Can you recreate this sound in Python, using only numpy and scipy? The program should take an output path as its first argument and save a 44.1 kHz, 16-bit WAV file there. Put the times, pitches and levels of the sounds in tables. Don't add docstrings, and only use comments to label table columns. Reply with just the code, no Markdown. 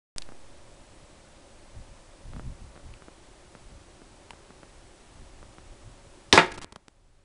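import sys
import numpy as np
from scipy import signal
from scipy.fft import rfft, irfft, next_fast_len
from scipy.io import wavfile
from scipy.ndimage import map_coordinates

SR = 44100
rng = np.random.default_rng(int(sys.argv[2]) if len(sys.argv) > 2 else 0)


def int16_out(signal):
    q = np.round(np.clip(np.atleast_2d(signal).T, -1, 1) * 32767)
    wavfile.write(sys.argv[1], SR, q.astype(np.int16))


N = 319284

# start in seconds, level in dB, t60 in seconds.
STRING_BLOWS = [(6.3321, -4.5, 0.22), (6.354, -5.5, 0.14)]
# start in seconds, level in dB,
# t60 in seconds.
BOARD_BLOWS = [(6.3765, 6.5, 0.049), (6.389, -0.5, 0.13)]


def amp(db):
    return 10 ** (np.asarray(db) / 20)


def unit(x):
    return x / np.sqrt(np.mean(x ** 2) + 1e-20)


def clock():
    return np.arange(N) / SR


def along(points, hz):
    f, v = np.transpose(points)
    return np.interp(np.log(hz + 1), np.log(f + 1), v)


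def filtered(x, response):
    size = next_fast_len(len(x) + SR // 4)
    return irfft(rfft(x, size) * response(np.fft.rfftfreq(size, 1 / SR)), size)[:len(x)]


def noise(colour, size):
    return unit(filtered(rng.standard_normal(size), lambda hz: amp(along(colour, hz))))


def band(hz, width_hz):
    return unit(filtered(rng.standard_normal(N), lambda f: np.exp(-((f - hz) / width_hz) ** 2)))


def wobble(rate):
    return map_coordinates(rng.standard_normal(int(N * rate / SR) + 4), [clock() * rate])


def fade(t, t60):
    return np.exp(-np.log(1000) * t / t60)


def ping(hz, t60):
    t = clock()[:SR // 10]
    return np.sin(2 * np.pi * hz * t) * fade(t, t60)


def add(track, start, sound):
    part = track[round(start * SR):][:len(sound)]
    part += sound[:len(part)]


def struck(blows, colour, attack_s):
    out, t = np.zeros(N), clock()[:SR]
    for start, db, t60 in blows:
        add(out, start, amp(db) * noise(colour, size=SR) * fade(t, t60) * (1 - np.exp(-t / attack_s)))
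    return out


def rung(start, modes, scatter_db):
    out, t = np.zeros(N), clock()[:SR]
    for k, (hz, db, t60) in enumerate(modes):
        strength = (-1) ** k * amp(db + scatter_db * rng.standard_normal())
        add(out, start, strength * np.sin(2 * np.pi * hz * t) * fade(t, t60))
    return out


def background():
    # frequency in Hz, relative level in dB.
    air_colour = [(25, 3), (100, -6.5), (190, -7.5), (330, -4), (450, -9.5), (680, -8), (900, -9),
                  (1400, -14), (2600, -17), (6500, -20.5), (9800, -21.5), (10500, -26)]
    # time in seconds, low drone in dB, high drone in dB.
    drone_levels = [(0, -66, -65), (1.3, -74, -63), (2.3, -73, -63.5), (3.2, -66.5, -66.5),
                    (4.5, -64, -66.5), (6.2, -66.5, -65)]
    times, low_db, high_db = np.transpose(drone_levels)
    low = amp(np.interp(clock(), times, low_db)) * band(hz=359.3, width_hz=50)
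    high = amp(np.interp(clock(), times, high_db)) * band(hz=558.5, width_hz=57)
    air = amp(-54.5) * noise(air_colour, size=N)
    whine = amp(-77.5) * band(hz=7860, width_hz=50)
    return air + low + high + whine


def buffet():
    # peak time in seconds, half length in seconds, level in dB.
    jolts = [(1.781, 0.029, -40.5), (1.909, 0.017, -44.5), (2.3, 0.033, -41), (2.377, 0.025, -34),
             (2.481, .04, -37.5), (2.64, 0.067, -44), (2.884, 0.05, -44), (3.724, 0.065, -47),
             (4.355, 0.019, -49), (4.84, 0.04, -49), (5.22, 0.063, -44), (5.433, .06, -50),
             (5.703, .04, -48), (5.877, 0.035, -46), (6.547, 0.082, -37.5), (7.1, 0.18, -47)]
    # frequency in Hz, relative level in dB.
    rumble_colour = [(8, -10.5), (20, 3.5), (38, -2), (70, -4.5), (110, -12.5), (190, -34.5), (500, -53)]
    flutter_colour = [(40, -20.5), (80, -5), (110, 2.5), (170, -6), (260, -12), (450, -33.5), (1500, -58.5)]
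    steady_rumble_db, steady_flutter_db, full_flutter_at_db = -57.5, -66.5, -35.5
    t = clock()
    swell_power = sum((amp(db) * np.exp(-((t - peak) / half) ** 2 / 2)) ** 2 for peak, half, db in jolts)
    rumble = np.sqrt(amp(steady_rumble_db) ** 2 + swell_power)
    flutter_share = np.minimum(rumble / amp(full_flutter_at_db), 1)
    flutter = amp(steady_flutter_db) + amp(-3) * rumble * flutter_share
    lumps = unit(amp(4 * wobble(rate=28)))
    return rumble * noise(rumble_colour, size=N) + flutter * lumps * noise(flutter_colour, size=N)


def finger_ticks(ring_hz, ring_t60, rebound_s, rebound_db, thud_db):
    # start in seconds, level in dB, rise of the push in seconds.
    ticks = [(.2898, -32, 0.00018), (.321, -32, 0.0003), (2.335, -31.5, 0.00014), (2.364, -31, .00022),
             (2.396, -26.5, 0.00024), (2.776, -34.5, .0002), (3.022, -34, 0.00017), (3.0836, -30, .00034),
             (3.5513, -32, 0.00017), (4.018, -33, 0.00038), (4.334, -34, .00022), (4.5058, -33, .00027),
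             (4.632, -32.5, 0.00016), (5.429, -34, 0.00019), (5.584, -32.5, 0.00014),
             (6.5813, -11.5, 0.00024), (6.727, -19, 0.00036), (6.7612, -16, 0.0002), (6.881, -31.5, .00035)]
    out, t = np.zeros(N), clock()[:SR // 10]
    faint = [(rng.uniform(2.7, 2.8), rng.normal(-41, 4.5), 0.00019) for _ in range(4)]
    rows = [*ticks, *faint]
    for (start, db, rise), (detune, lag) in zip(rows, rng.standard_normal((len(rows), 2))):
        push = (t / rise * np.exp(1 - t / rise)) ** 2
        ring = .3 * ping(ring_hz * np.exp(0.082 * detune), ring_t60)
        thud = amp(thud_db) * ping(hz=189, t60=0.024)
        add(out, start, -amp(db) * (0.79 * push + ring - thud))
        add(out, start + rebound_s * np.exp(0.145 * lag), -amp(db + rebound_db) * push)
    return out


def part_clicks():
    # start in seconds, level in dB, ring in Hz.
    clicks = [(.183, -17.5, 4900), (.221, -26.5, 3950), (.2238, -38, 2680), (2.939, -38.5, 2570),
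              (4.307, -31, 3000), (4.3064, -34, 2080), (4.307, -33, 926), (6.759, -23.5, 3120)]
    # multiple of its ring, relative level in dB, cycles to die by 60 dB.
    modes = [(1.001, 1, 16.5), (1.3, -5, 14), (1.75, -8, 14)]
    brighten_above_db = -28.5
    out, t = np.zeros(N), clock()[:SR // 10]
    for start, db, hz in clicks:
        tilt = max(db - brighten_above_db, 0)
        ring = 0
        for k, (multiple, mode_db, cycles) in enumerate(modes):
            strength = (-1) ** k * amp(mode_db + tilt * np.log2(multiple))
            ring += strength * ping(hz * multiple, t60=cycles / (hz * multiple))
        crack = amp(-15.5) * rng.standard_normal(len(t)) * fade(t, 0.025)
        add(out, start, amp(db) * (ring + crack))
    return out


def case_creaks(slips_per_s, scatter_db, taper_db):
    # start in seconds, length in seconds, relative level in dB.
    creaks = [(6.462, .003, -17.5), (6.509, .012, -26), (6.5188, .006, -11), (6.541, .022, -19.5),
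              (6.577, .014, -14.5), (6.6165, .024, -13.5), (6.645, .0005, -7), (6.7238, .005, -16.5),
              (6.761, .0005, -13), (6.883, .0005, -15.5)]
    # frequency in Hz, relative level in dB.
    slip_colour = [(100, 10), (1000, 4.5), (3000, -1), (6000, -4), (10000, -9)]
    out = np.zeros(N)
    for start, length, db in creaks:
        gaps = rng.uniform(.3, 1.7, 64) / slips_per_s
        drops_db = scatter_db * np.abs(rng.standard_normal(64))
        delays = np.cumsum(gaps) - gaps[0]
        for delay, drop_db in zip(delays[delays < length], drops_db):
            add(out, start + delay, amp([db - drop_db * (delay > 0) - taper_db * delay / length]))
    return amp(9) * filtered(out, lambda hz: amp(along(slip_colour, hz)))


def fences(x, db, t60):
    t = clock()[:SR]
    echo = rng.standard_normal(SR) * (rng.random(SR) < .05) * fade(t, t60) * (t > .012)
    return x + amp(db) * signal.fftconvolve(x, echo / np.linalg.norm(echo))[:N]


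def houses(x, db):
    # frequency in Hz, t60 in seconds.
    yard_decay = [(100, 0.93), (500, 0.55), (2000, 0.57), (5000, 0.41), (10000, .3)]
    hz, times, spectrum = signal.stft(rng.standard_normal(SR), SR, nperseg=256)
    spectrum *= fade(times, along(yard_decay, hz)[:, None])
    echo = signal.istft(spectrum, SR, nperseg=256)[1][:SR] * (clock()[:SR] > .03)
    return x + amp(db) * signal.fftconvolve(x, echo / np.linalg.norm(echo))[:N]


def bass_cut(x, corner_hz):
    return signal.sosfilt(signal.butter(2, corner_hz, "highpass", fs=SR, output="sos"), x)


def ringing():
    # frequency in Hz, relative level in dB, t60 in seconds.
    limb_modes = [(97, -2, 0.091), (178, -15.5, .15), (301.7, -10, 0.31), (353.4, -6, 0.36),
                  (390.4, -2, 0.23), (619, -8, 0.17), (810, -13, 0.32), (826, -13.5, 0.25),
                  (938, -12.5, .15), (1037, -15, 0.24), (1280, -14.5, 0.41), (1654, -12, 0.41),
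                  (1677, -8, 0.25), (2970, -7.5, 0.045), (3868, -17.5, .18), (4100, -9.5, .06)]
    board_modes = [(170.4, -2, 0.17), (294, -15, 0.28), (371.5, -1, 0.19), (378, -15, 0.27),
                   (689, -3.5, 0.19), (744, -17.5, 0.15), (851, -7, 0.15), (908, -2, 0.22),
                   (968, -0.5, 0.15), (1119, -14.5, .09), (1330, 3, 0.12), (1372, -4, 0.076),
                   (1400, -11, .12), (1554, -12.5, .15), (1600, -17, 0.2), (1730, -17, 0.268),
                   (1805, -1.5, 0.092), (1877, -13.5, .25), (1957, -4.5, 0.087), (1920, -13, .12),
                   (2150, -10, .13), (2310, -12.5, .11), (2404, -3.5, 0.13), (2530, -9.5, .15),
                   (2495, -8, .15), (2837, -22.5, 0.19), (3054, -11, 0.081)]
    limbs = amp(-2.0) * rung(STRING_BLOWS[0][0], limb_modes, scatter_db=1.0)
    board = amp(-4.0) * rung(BOARD_BLOWS[0][0], board_modes, scatter_db=1.5)
    return limbs + board


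def bolt_hit():
    # frequency in Hz, relative level in dB.
    wood_colour = [(40, -28), (150, -19.5), (360, -7), (600, -11), (1000, -13), (1350, -7), (1900, -3.5),
                   (2600, -10.5), (3700, -16.5), (5500, -27), (9000, -34.5), (11000, -53.5)]
    t = clock()[:SR // 10]
    wood = amp(-1.0) * struck(BOARD_BLOWS, wood_colour, attack_s=0.00023)
    crack = amp(2.5) * rng.standard_normal(len(t)) * fade(t, 0.0066)
    push = amp(20) * ping(hz=1000, t60=.005)
    add(wood, BOARD_BLOWS[0][0], crack - push + amp(5.5) * ping(hz=2316, t60=0.01))
    clack = amp(-1.0) * ping(hz=2010, t60=0.042) + amp(0.5) * ping(hz=3600, t60=.012)
    add(wood, BOARD_BLOWS[1][0], clack)
    return wood


def crossbow():
    # start in seconds, level in dB, t60 in seconds.
    latch_blows = [(6.3272, -1, 0.05), (6.3391, -9.5, 0.11)]
    # frequency in Hz, relative level in dB.
    latch_colour = [(59, -45.5), (100, -13.5), (513, -14), (1820, -9), (3020, -5), (3740, -3), (4630, -4.5),
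                    (5310, -5), (7690, -22.5), (9900, -22.5), (10500, -28), (13600, -58.5), (22000, -120)]
    limb_colour = [(35, -35), (100, -11.5), (220, -8), (350, -3.5), (520, -7.5), (850, -1.5), (1400, -10),
                   (2400, -12), (5000, -16), (8800, -24), (10500, -33), (13000, -60.5)]
    snap = struck(latch_blows, latch_colour, attack_s=0.0004)
    add(snap, latch_blows[0][0], amp(1.5) * ping(hz=3690, t60=0.015))
    stop = struck(STRING_BLOWS, limb_colour, attack_s=0.00059)
    add(stop, STRING_BLOWS[0][0], amp(0.5) * ping(hz=310, t60=0.021))
    return snap + stop


def scene():
    blows = fences(crossbow() + bolt_hit(), db=-13.5, t60=.25)
    shot = bass_cut(houses(blows + ringing(), db=-25.5), corner_hz=70)
    ticks = finger_ticks(ring_hz=1330, ring_t60=0.0077, rebound_s=0.0056, rebound_db=-12.5, thud_db=-7)
    clicks = part_clicks()
    grip = case_creaks(slips_per_s=1600, scatter_db=6, taper_db=4)
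    return (shot + ticks + clicks + grip + buffet() + background())[None]


def gain_control(x, ceiling_db, range_db, attack_s):
    needed_gain = np.clip(amp(ceiling_db) / (np.abs(x) + 1e-9), amp(range_db), 1)
    cut = 1 - np.minimum.accumulate(needed_gain)
    pole = np.exp(-1 / (attack_s * SR))
    return x * (1 - signal.lfilter([1 - pole], [1, -pole], cut))


def record(dry):
    opens_s, top_hz = .162, 10500
    since_open = clock() - opens_s
    bias = amp(-33.5) * fade(np.abs(since_open), t60=1.5)
    x = gain_control(dry[0] + bias, ceiling_db=-11.5, range_db=-13.0, attack_s=.002)
    x = np.clip(x, -.97, .97) * (since_open > 0)
    return filtered(x, lambda hz: 1 / np.sqrt(1 + (hz / top_hz) ** 100))[None]


dry = scene()
out = record(dry)
int16_out(out)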